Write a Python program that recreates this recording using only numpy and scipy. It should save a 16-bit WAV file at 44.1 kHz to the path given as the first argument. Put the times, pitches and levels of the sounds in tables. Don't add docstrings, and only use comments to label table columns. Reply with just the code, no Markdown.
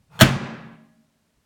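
import sys
import numpy as np
from scipy import signal
from scipy.fft import rfft, irfft
from scipy.io import wavfile
from scipy.ndimage import uniform_filter1d, map_coordinates

SR = 44100
rng = np.random.default_rng(int(sys.argv[2]) if len(sys.argv) > 2 else 0)


def boost(x):
    u = np.asarray(x, float) / 20
    return 10 ** u


def persist_wave(psi):
    counts = np.round(np.clip(psi, -1, 1) * 32767).astype(np.int16)
    wavfile.write(sys.argv[1], SR, np.atleast_2d(counts).T)


N = 63945
T = np.arange(N) / SR
BANG_S = 0.213

# (time [s], strength [dB])
THUDS = [
    (0.2126, -20),
    (0.2173, -11.5),
    (0.2201, -4),
    (.2296, -4),
    (.2462, -16),
    (.2660, -13.5),
    (0.2862, -16),
    (0.365, -21.5),
]
SWING = [1, -1, 1, 1, 1, 1, 1, 1]
# (frequency [Hz], level [dB], time to fall 60 dB [s])
BOOM = [(58, -17, 0.15), (104.5, -10, 0.28), (138, -1, 0.37), (148, -8.5, 0.27), (207.4, -8, 0.16),
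        (234.56, -9, 0.44), (310.7, -2, 0.1)]
# (frequency [Hz], level [dB], time to fall 60 dB [s])
CASE_RING = [(99.5, -35, 0.61), (129.2, -13.5, 0.82), (152, -25, .95), (157, -21, 1.4), (169.6, -21, 1.4),
             (191.7, -18.5, 0.7), (225.6, -21.5, 1.375), (227, -21.5, 0.38), (248.8, -19.5, .9),
             (276.1, -26.5, 1.4), (367.5, -21, 0.98), (539, -39, 1.1), (624, -38, 1.8), (802, -33.5, 1.2)]
# (frequency [Hz], level [dB], time to fall 60 dB [s])
TRIM_RING = [(711, -35, 0.93), (1064, -30, .9), (1116, -41, 1.1), (1459, -36.5, 0.6), (1620, -29, .8),
             (1677, -32.5, 1.1), (2363, -29, .75), (2732, -38, .6), (3410, -39.5, .6), (4247, -36.5, .3),
             (6500, -46, 0.59), (9900, -57.5, .7), (11000, -61.5, 0.7), (12080, -51.5, .25)]
# (frequency [Hz], level [dB], time to fall 60 dB [s])
FRAME = [(428, -22, 0.13), (652, -7.5, .09), (734, -23, .1), (863.4, -19.5, .09), (1227, -18, 0.084),
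         (1290, -15.5, .1), (1474, -22, 0.04), (1528, -18.5, 0.21), (1632, -22, .12), (1805, -20, 0.11)]
# (time [s], strength [dB])
KNOCK = [
    (.2108, 2.5),
]
# (time [s], strength [dB], chatter length [s], snap share [dB])
HOOKS = [
    (.1914, -19.5, .005, -14),
    (.1997, -19, .003, -2),
    (.2028, -15, .003, -7),
    (.2086, -14, .002, 0),
    (.2101, -3, .006, -2),
    (.2160, -8, .006, 0),
    (.2215, -13, .006, -3),
    (.2300, -18, .008, -8),
]
# (frequency [Hz], width [Hz], level [dB])
LATCH_RING = [(900, 140, -7.5), (1312, 150, -5.5), (1596, 150, -1.5), (1820, 450, -2.5), (2650, 310, -7),
              (3257, 380, 1), (4210, 230, -4.5), (5560, 210, -8), (6570, 750, -10), (8800, 400, -16.5),
              (12400, 790, -20.5), (14260, 930, -23.5)]
# (frequency [Hz], level [dB per Hz])
SNAP_TONE = [(180, -48), (300, -7), (2880, -5), (3540, -4.5), (5140, -13.5), (8860, -13.5), (17500, -20.5)]
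# (time [s], pressure [dB])
SLIDE_PRESSURE = [
    (.09, -78),
    (.105, -58.5),
    (.122, -54),
    (.15, -49),
    (.18, -50),
    (.192, -36.5),
    (.205, -37),
    (.22, -76.5),
]
# (frequency [Hz], width [Hz], level [dB])
RAMP_RING = [(145, 30, 1), (475, 29, -13), (676, 40, -10), (900, 70, -5), (1150, 140, -7), (1390, 60, -12),
             (2530, 140, -14), (3500, 120, -17.5), (4230, 100, -20), (6710, 140, -19), (8250, 160, -20.5),
             (9520, 140, -22), (12000, 200, -25)]
# (frequency [Hz], level [dB per Hz])
RUB_TONE = [(40, -12), (136, 1), (270, -16.5), (1270, -12.5), (3000, -23), (7000, -34), (17500, -42)]
# (frequency [Hz], level [dB per Hz])
PANEL_TONE = [(40, -25.5), (150, -20), (350, -15.5), (620, -10.5), (1500, -6.5), (2600, -13), (5000, -28),
              (17500, -36.5)]
# (frequency [Hz], time to fall 60 dB [s])
PANEL_T60 = [(100, 0.067), (1000, 0.14), (4000, 0.39), (16000, 0.047)]
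# (frequency [Hz], level [dB per Hz])
ROOM_TONE = [(40, -28.5), (140, -13.5), (350, -18.5), (700, -15.5), (1600, -20.5), (3300, -28.5),
             (8000, -35), (17500, -43.5)]
# (frequency [Hz], time to fall 60 dB [s])
ROOM_T60 = [(60, 0.67), (200, 0.97), (600, 0.81), (2000, 0.91), (4000, 0.73), (7500, 0.5), (12000, 0.27),
            (17000, .27)]
# (frequency [Hz], level [dB per Hz])
HISS_TONE = [(20, -32), (60, -15.5), (100, -12), (270, -14), (330, -19.5), (933, -23), (9090, -32),
             (18000, -42.5)]
# (time [s], level [dB])
RUMBLE_LEVEL = [
    (0, -59),
    (.03, -65),
    (.4, -62.5),
    (.62, -67),
    (1.0, -78),
    (1.33, -78),
    (1.38, -65),
    (1.43, -78),
]
# (time [s], gain [dB])
GAIN = [
    (.24, 0),
    (.3, -2.5),
    (.4, -3),
    (.46, 1),
    (.62, 2),
    (.74, 2.5),
    (.78, 1),
    (1.05, -0.5),
]


def case():
    case_db = -8
    waver, waver_s = 0.45, 0.04
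    out = struck(190, -1, 0.04, THUDS)
    for hz, db, t60 in BOOM:
        out += struck(hz, db + case_db, t60, THUDS)
    for hz, db, t60 in FRAME:
        out += struck(hz, db, t60, KNOCK)
    steps = np.arange(0, N / SR + 2 * waver_s, waver_s)
    for modes, hits in ((CASE_RING, THUDS), (TRIM_RING, KNOCK)):
        for hz, db, t60 in modes:
            drift = map_coordinates(rng.standard_normal(len(steps)), [T / waver_s], order=3)
            out += (1 + waver * drift) * struck(hz, db + case_db, t60, hits)
    return out


def latch():
    snap_db, ring_db, damping = -2.5, -5, 2.5
    train = clicks(per_s=11000, spread_db=0)
    snap_shape, ring_shape = np.zeros(N), np.zeros(N)
    for start_s, db, length_s, snap_share_db in HOOKS:
        shape = boost(db) * (T >= start_s) * np.exp(-np.maximum(T - start_s, 0) / length_s)
        ring_shape += shape
        snap_shape += boost(snap_share_db) * shape
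    snap = snap_shape * evened(colour(train, SNAP_TONE))
    knocks = ring_shape * train
    ring = np.zeros(N)
    for hz, width, db in LATCH_RING:
        damped = width * damping
        ring += boost(db) * narrow(knocks, hz, damped) * np.sqrt(SR / damped / 10)
    return boost(snap_db) * snap + boost(ring_db) * ring


def slide():
    ring_db, rub_db = -5, 1
    shrill_hz, shrill_lag_s = 3000, 0.02
    slips = clicks(per_s=20000, spread_db=0.91)
    ring = np.zeros(N)
    for hz, width, db in RAMP_RING:
        lag_s = shrill_lag_s if hz > shrill_hz else 0
        ring += boost(db) * evened(narrow(slips, hz, 2.5 * width)) * pressure(lag_s)
    rub = evened(colour(slips, RUB_TONE)) * pressure(shrill_lag_s / 2)
    return boost(ring_db) * ring + boost(rub_db) * rub


def pressure(lag_s):
    return boost(np.interp(T - lag_s, *np.transpose(SLIDE_PRESSURE), left=-200, right=-200))


def tails():
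    gate_s, gate_db_per_s = 0.75, 18
    panels = dying(PANEL_TONE, PANEL_T60, level_db=-12, rise_s=0.0066)
    room = dying(ROOM_TONE, ROOM_T60, level_db=-18.5, rise_s=0.015)
    return (panels + room) * boost(-gate_db_per_s * np.maximum(T - gate_s, 0))


def background():
    hiss = evened(colour(rng.standard_normal(N), HISS_TONE))
    rumble = evened(narrow(rng.standard_normal(N), 79.83, 150))
    return boost(-70.5) * hiss + boost(np.interp(T, *np.transpose(RUMBLE_LEVEL))) * rumble


def struck(hz, db, t60, hits):
    thud_s = 0.0006
    blows = np.zeros(N)
    for (start_s, hit_db), swing in zip(hits, SWING):
        blows[round(start_s * SR)] = swing * boost(hit_db + db)
    pole = boost(-60 / t60 / SR) * np.exp(2j * np.pi * hz / SR)
    soft = np.exp(-1 / (thud_s * SR))
    ringing = signal.lfilter([1], [1, -pole], blows + 0j)
    missing_start = signal.lfilter([1], [1, -pole * soft], blows + 0j)
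    return (ringing - missing_start).imag


def dying(spectrum, t60s, level_db, rise_s):
    uneven_db, uneven_hz = 3.0, 12
    bumps = uniform_filter1d(rng.standard_normal(N // 2 + 1), round(uneven_hz * N / SR))
    noise = colour(rng.standard_normal(N), spectrum)
    modes = irfft(rfft(noise) * boost(uneven_db * evened(bumps)), N)
    hz, t, z = signal.stft(evened(modes), SR, nperseg=256, noverlap=192)
    z = z * boost(-60 * np.maximum(t - BANG_S, 0) / read(t60s, hz)[:, None])
    tail = signal.istft(z, SR, nperseg=256, noverlap=192)[1][:N]
    rise = 1 - np.exp(-np.maximum(T - BANG_S, 0) / rise_s)
    return boost(level_db) * rise * tail


def clicks(per_s, spread_db):
    where, size, sign = rng.random((3, N))
    heights = boost(-spread_db * np.log(size + 0.01)) * np.sign(sign - 0.5)
    return evened((where < per_s / SR) * heights)


def narrow(x, hz, width):
    return resonate(resonate(x, hz, width), hz, width)


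def resonate(x, hz, width):
    r = np.exp(-np.pi * width / SR)
    return 2 * signal.lfilter([1 - r], [1, -r * np.exp(2j * np.pi * hz / SR)], x + 0j).real


def colour(x, spectrum):
    hz = np.fft.rfftfreq(len(x), 1 / SR)
    return irfft(rfft(x) * boost(read(spectrum, hz)), len(x))


def read(points, hz):
    f, value = np.transpose(points)
    return np.interp(np.log(hz + 1), np.log(f + 1), value)


def evened(x):
    return x / np.sqrt(np.mean(x ** 2) + 1e-20)


def scene():
    door = case() + latch() + slide() + tails()
    gain = boost(np.interp(T, *np.transpose(GAIN)))
    return (door * gain + background())[None]


def band_limit(x):
    return signal.sosfilt(signal.butter(12, 18350, fs=SR, output="sos"), x)


def record(dry):
    bass_hz, edge_hz = 30, 17250
    ceiling, knee = 0.97, 8.0
    thin = signal.sosfilt(signal.butter(1, bass_hz, "high", fs=SR, output="sos"), dry)
    clipped = thin / (1 + abs(thin / ceiling) ** knee) ** (1 / knee)
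    treble_cut = signal.firwin(255, edge_hz, window=("kaiser", 7), fs=SR)
    mix = signal.oaconvolve(clipped, treble_cut[None], "same")
    return band_limit(mix)


dry = scene()
out = record(dry)
persist_wave(out)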